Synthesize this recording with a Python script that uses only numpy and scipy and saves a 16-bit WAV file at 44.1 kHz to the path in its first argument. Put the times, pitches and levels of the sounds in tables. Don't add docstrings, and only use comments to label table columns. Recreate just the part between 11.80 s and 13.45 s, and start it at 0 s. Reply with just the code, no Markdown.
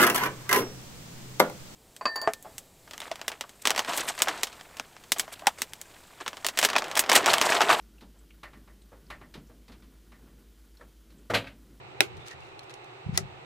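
import sys
import numpy as np
from scipy import signal
from scipy.fft import rfft, irfft, next_fast_len
from scipy.io import wavfile

SR = 44100
rng = np.random.default_rng(int(sys.argv[2]) if len(sys.argv) > 2 else 0)


def transcribe(signal):
    frames = np.atleast_2d(signal).T
    limited = np.clip(frames, -1, 1)
    pcm = np.round(limited * 32767).astype(np.int16)
    wavfile.write(sys.argv[1], SR, pcm)


N = 72765

# (frequency [Hz], relative level [dB])
HUM_COLOUR = [(15, -58), (25, -13), (70, -32.5), (120, -1.5), (140, -4.5), (180, -22.5), (270, -17.5),
              (300, -9.5), (354, -2.5), (394, -3), (427, -10), (516, -6.5), (591, -15), (677, -9.5),
              (796, -5.5), (1040, -14), (1260, -12), (1560, -18.5), (2610, -16.5), (3250, -25), (3900, -23),
              (5000, -33.5), (7000, -37.5), (8300, -34.5), (9300, -54), (14000, -49), (15500, -72)]
# (frequency [Hz], side over mid [dB])
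HUM_SIDE = [(60, -9), (130, -8.5), (290, -17.5), (640, 3), (1410, 1.5), (3100, 4.5), (6820, 0.5),
            (15000, 0)]
# (frequency [Hz], left over right [dB])
HUM_BALANCE = [(60, -1.5), (150, 1.5), (380, -6.5), (950, 2), (2380, -5), (5980, -3.5), (15000, 1.5)]
# (time [s], level [dB])
HUM_LEVEL = [(0, -47.5), (.35, -47), (.7, -48), (1.1, -47), (1.65, -47.5)]

# (time [s], level [dB])
RUMBLE_LEVEL = [(0, -54.5), (.18, -53), (.24, -56), (0.361, -47), (.46, -55.5), (.49, -75), (.54, -53),
                (.65, -55), (.72, -59.5), (1.235, -78), (1.26, -47.5), (1.34, -37.5), (1.42, -44.5),
                (1.465, -44.5), (1.49, -52), (1.65, -61)]
# (frequency [Hz], relative level [dB])
RUMBLE_COLOUR = [(25, -23), (50, -8), (70, 9.5), (125, 11.5), (200, 0.5), (280, -14), (600, -67.5)]
# (time [s], peak [dB], pitch [Hz], left over right [dB], right port lag [s])
BUMPS = [(0.208, -35, 147.5, 17.5, .001), (1.2677, -27, 135, -8.5, .002), (1.2957, -21.5, 152, 2.5, .0002),
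         (1.331, -39.5, 157.2, 29, .0005), (1.349, -35, 124.6, -20, .001), (1.364, -40.5, 145.3, -16, .003),
         (1.392, -35, 147, -7, .0005), (1.411, -40, 148, 25, .001), (1.432, -40, 135, 22, .001),
         (1.459, -36, 116, -3, .001)]
# (time [s], level [dB])
CASE_KNOCKS = [(.229, -26.5), (0.336, -48), (.36, -41), (1.386, -40)]

# (middle time [s], half length [s], pitch [Hz], level [dB])
SQUEAKS = [(0.427, 0.026, 3600, -56.5), (0.522, 0.019, 1857, -50), (0.63, 0.009, 2720, -50.5)]
# (middle time [s], half length [s], level [dB])
SCRAPES = [(0.413, .025, -61.5), (0.472, 0.015, -50), (0.514, 0.023, -50), (0.653, 0.066, -61.5),
           (0.908, 0.0091, -49), (1.358, 0.016, -42.5)]
# (frequency [Hz], relative level [dB])
SCRAPE_COLOUR = [(500, -22), (1300, 2.5), (1900, 1), (3000, -3.5), (4000, -3.5), (6500, -9.5),
                 (10000, -18.5), (16000, -33.5)]
# (time [s], level [dB], treble tilt [dB/octave], relative ring level [dB])
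TICKS = [(.3688, -46, 1, -12), (.3762, -52, 2, -12), (.4632, -49, 1, -12), (.4675, -46, 1, -12),
         (.4755, -39, 3, -14), (.4828, -34, 1, -14), (.5075, -48, 0, -12), (.5125, -40, 0, -14),
         (.5305, -50, -1, -12), (.6055, -51, 0, -12), (.6892, -54, 0, -12), (.7920, -37, -1, 2),
         (.8325, -49, 1, -12), (.8402, -52, 3, -12), (.8955, -45, -2, -3), (.9035, -50, 2, -12),
         (.9390, -40, 1, -6), (.9403, -39, 2, -8), (1.0438, -50, 3, -12)]
# (frequency [Hz], relative level [dB])
TICK_COLOUR = [(500, -17), (1900, -7), (3200, 6), (4150, 5), (5000, 2.5), (6400, 3.5), (7300, -4),
               (10000, -4.5), (12500, -13.5), (15000, -20.5), (16500, -34)]

# (time [s], relative level [dB])
CAP_CONTACTS = [(1.3744, -16), (1.3760, 0), (1.3775, -13)]
# (frequency [Hz], level [dB], t60 [s], left over right [dB])
CAP_MODES = [(383.3, -36, 0.16, -2.5), (682, -27.5, 0.038, -7.5), (750, -31, 0.023, -8),
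             (1333, -31.5, .025, 11), (1630, -47, 0.015, -1), (1983, -34.5, 0.029, 26),
             (2620, -32.5, 0.014, 25), (3660, -24, 0.019, 2.5), (4790, -15.5, 0.0038, 9.5),
             (5700, -34, 0.027, -10), (6720, -13.5, 0.014, -3), (8840, -23, 0.0063, -4.5),
             (9900, -20, 0.011, -6.5)]
# (frequency [Hz], relative level [dB])
CAP_CRACK = [(100, -41), (350, -23), (650, -25), (1500, -13), (3200, -5), (5300, 5), (7500, -7),
             (10000, -1.5), (12500, -6), (16500, -7)]
# (frequency [Hz], relative level [dB])
CAP_ROOM = [(250, -16), (390, 1), (500, -8), (720, 5.5), (980, -29), (1300, -3), (1600, -14), (2000, -6.5),
            (3000, -17.5), (5500, -7.5), (8000, -14), (13500, -26), (15500, -49)]

# (time [s], relative level [dB])
WIRE_CONTACTS = [(.20565, -3), (.2062, 0)]
# (frequency [Hz], level [dB], t60 [s], left over right [dB])
WIRE_MODES = [(371, -30, 0.093, 0), (616, -18.5, 0.025, 10), (783, -24, 0.05, -13.5),
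              (1460, -27.5, 0.037, 6), (2202, -35, 0.02, -9), (2340, -22, 0.021, -10),
              (2583, -13.5, 0.022, 9.5), (3490, -22, 0.017, -10.5), (3870, -15, 0.013, -19.5),
              (4004, -29.5, 0.0233, -22), (5670, -18, 0.017, -18), (7700, -19.5, 0.006, -17.5),
              (9500, -28.5, 0.0069, -3), (10900, -23, 0.0085, 5.5)]
# (frequency [Hz], relative level [dB])
WIRE_CRACK = [(60, -33), (200, -26), (400, -19.5), (1100, -2.5), (2400, 13.5), (4500, 4.5), (7000, -17.5),
              (10500, 3.5), (13000, -5.5), (16500, -7.5)]
# (frequency [Hz], relative level [dB])
WIRE_ROOM = [(59, -51), (100, -19), (219, -21), (389, 5), (513, -15), (1330, -17.5), (1610, -9),
             (1720, -34), (2040, -9.5), (3620, -19), (11900, -32.5), (15000, -36.5), (16000, -73)]

PORT_LAG_S = 0.00029
CASE_HZ, CASE_T60_S = 376, 0.062
SQUEAK_WIDTH = .06
SLIPS_PER_S, CRACKLE_DB = 400, -12
TICK_RING_HZ, TICK_ROOM_DB = 4120, -24
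CLICK_ATTACK_S, CLICK_LOW_CUT_HZ = .00004, 170
PEAK_CEILING, TOP_HZ = .85, 17100


def amp(db):
    return 10 ** (np.asarray(db) / 20)


def unit(x):
    return x / np.sqrt(np.mean(x ** 2) + 1e-20)


def along(points, hz):
    freqs, values = np.transpose(points)
    return np.interp(np.log(hz + 1), np.log(freqs + 1), values)


def clock():
    return np.arange(N) / SR


def fader(points):
    return amp(np.interp(clock(), *np.transpose(points)))


def pan(db):
    return amp(np.array([[.5], [-.5]]) * db)


def since(start, lag=PORT_LAG_S):
    return np.maximum(clock() - start - np.array([[0], [lag]]), 0)


def decay(t, attack, t60):
    return (1 - np.exp(-t / attack)) * np.exp(-np.minimum(np.log(1000) * t / t60, 50))


def bell(x, half_width):
    return np.exp(-(x / half_width) ** 2)


def filtered(x, response):
    size = next_fast_len(N + SR // 2)
    return irfft(rfft(x, size) * response(np.fft.rfftfreq(size, 1 / SR)), size)[..., :N]


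def causal(x, colour):
    def response(hz):
        gain = unit(amp(along(colour, hz)))
        cepstrum = irfft(np.log(gain))
        cepstrum[1:len(cepstrum) // 2] *= 2
        cepstrum[len(cepstrum) // 2 + 1:] = 0
        return np.exp(rfft(cepstrum))
    return filtered(x, response)


def white():
    return rng.standard_normal((2, N))


def noise(colour, tilt_db=0):
    def response(hz):
        octaves = np.log2(np.maximum(hz, 1000) / 1000)
        return amp(along(colour, hz) + tilt_db * octaves)
    return unit(filtered(white(), response))


def hum():
    mid, side = filtered(white(), lambda hz: amp(along(HUM_COLOUR, hz)))
    side = filtered(side, lambda hz: amp(along(HUM_SIDE, hz)))
    ports = filtered(np.array([mid + side, mid - side]), lambda hz: pan(along(HUM_BALANCE, hz)))
    return unit(ports) * fader(HUM_LEVEL)


def room(start, colour, level_db, attack, t60, pan_db):
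    return amp(level_db) * pan(pan_db) * noise(colour) * decay(since(start), attack, t60)


def hands():
    out = noise(RUMBLE_COLOUR) * fader(RUMBLE_LEVEL)
    for middle, db, hz, side, lag in BUMPS:
        t = clock() - middle - np.array([[-lag / 2], [lag / 2]])
        out -= amp(db) * pan(side) * bell(t, half_width=0.0048) * np.cos(2 * np.pi * hz * t)
    return out


def case():
    out = np.zeros((2, N))
    for start, db in CASE_KNOCKS:
        t = since(start)
        out += amp(db) * decay(t, attack=0.0048, t60=CASE_T60_S) * np.sin(2 * np.pi * CASE_HZ * t)
    return out


def squeaks():
    out = np.zeros((2, N))
    for middle, half, pitch, db in SQUEAKS:
        rasp = unit(filtered(white(), lambda hz: bell(hz / pitch - 1, SQUEAK_WIDTH)))
        out += amp(db) * rasp * bell(clock() - middle, half)
    return out


def scrapes():
    slips = (rng.random(N) < SLIPS_PER_S / SR) * rng.standard_normal(N)
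    crackle = unit(causal(slips, TICK_COLOUR))
    strokes = sum(amp(db) * bell(clock() - middle, half) for middle, half, db in SCRAPES)
    return strokes * (noise(SCRAPE_COLOUR) + amp(CRACKLE_DB) * crackle)


def ticks():
    out = np.zeros((2, N))
    for start, db, tilt, ring_db in TICKS:
        t = since(start)
        direct = decay(t, attack=0.00014, t60=.011)
        tail = amp(TICK_ROOM_DB) * decay(t, attack=.003, t60=0.13)
        crack = noise(TICK_COLOUR, tilt) * (direct + tail)
        ring = amp(ring_db) * decay(t, attack=0.00023, t60=.017) * np.cos(2 * np.pi * TICK_RING_HZ * t)
        out += amp(db) * (crack + ring)
    return out


def click(contacts, modes, colour, burst_db, burst_t60, spike_db, crack_pan_db, lag):
    port_time = clock() - np.array([[0], [lag]])
    spikes = sum(amp(db) * bell(port_time - start, 1 / SR) for start, db in contacts)
    bursts = sum(amp(db) * decay(since(start, lag), CLICK_ATTACK_S, burst_t60) for start, db in contacts)
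    crack = causal(amp(burst_db) * bursts * white() + amp(spike_db) * spikes, colour)
    hardest_time, _ = max(contacts, key=lambda row: row[1])
    t = since(hardest_time, lag)
    ring = sum(amp(db) * pan(side) * decay(t, CLICK_ATTACK_S, t60) * np.cos(2 * np.pi * hz * t)
               for hz, db, t60, side in modes)
    return ring + pan(crack_pan_db) * crack


def low_cut(x):
    return signal.sosfilt(signal.butter(2, CLICK_LOW_CUT_HZ, "highpass", fs=SR, output="sos"), x)


def keycap():
    direct = click(CAP_CONTACTS, CAP_MODES, CAP_CRACK,
                   burst_db=-11.5, burst_t60=.005, spike_db=0.5, crack_pan_db=4.5, lag=0.000207)
    tail = room(CAP_CONTACTS[1][0], CAP_ROOM, level_db=-25.5, attack=.001, t60=0.09, pan_db=-0.5)
    return low_cut(direct + tail)


def wire():
    direct = click(WIRE_CONTACTS, WIRE_MODES, WIRE_CRACK,
                   burst_db=-9.5, burst_t60=.006, spike_db=-2.5, crack_pan_db=3.5, lag=.0001)
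    tail = room(WIRE_CONTACTS[-1][0], WIRE_ROOM, level_db=-20, attack=0.00103, t60=0.13, pan_db=-2)
    return low_cut(direct + tail)


def scene():
    return hum() + hands() + case() + squeaks() + scrapes() + ticks() + keycap() + wire()


def record(dry):
    rounded = dry / (1 + np.abs(dry / PEAK_CEILING) ** 6) ** (1 / 6)
    return filtered(rounded, lambda hz: np.sin(np.pi / 2 * np.clip((TOP_HZ - hz) / 900, 0, 1)) ** 2)


dry = scene()
out = record(dry)
transcribe(out)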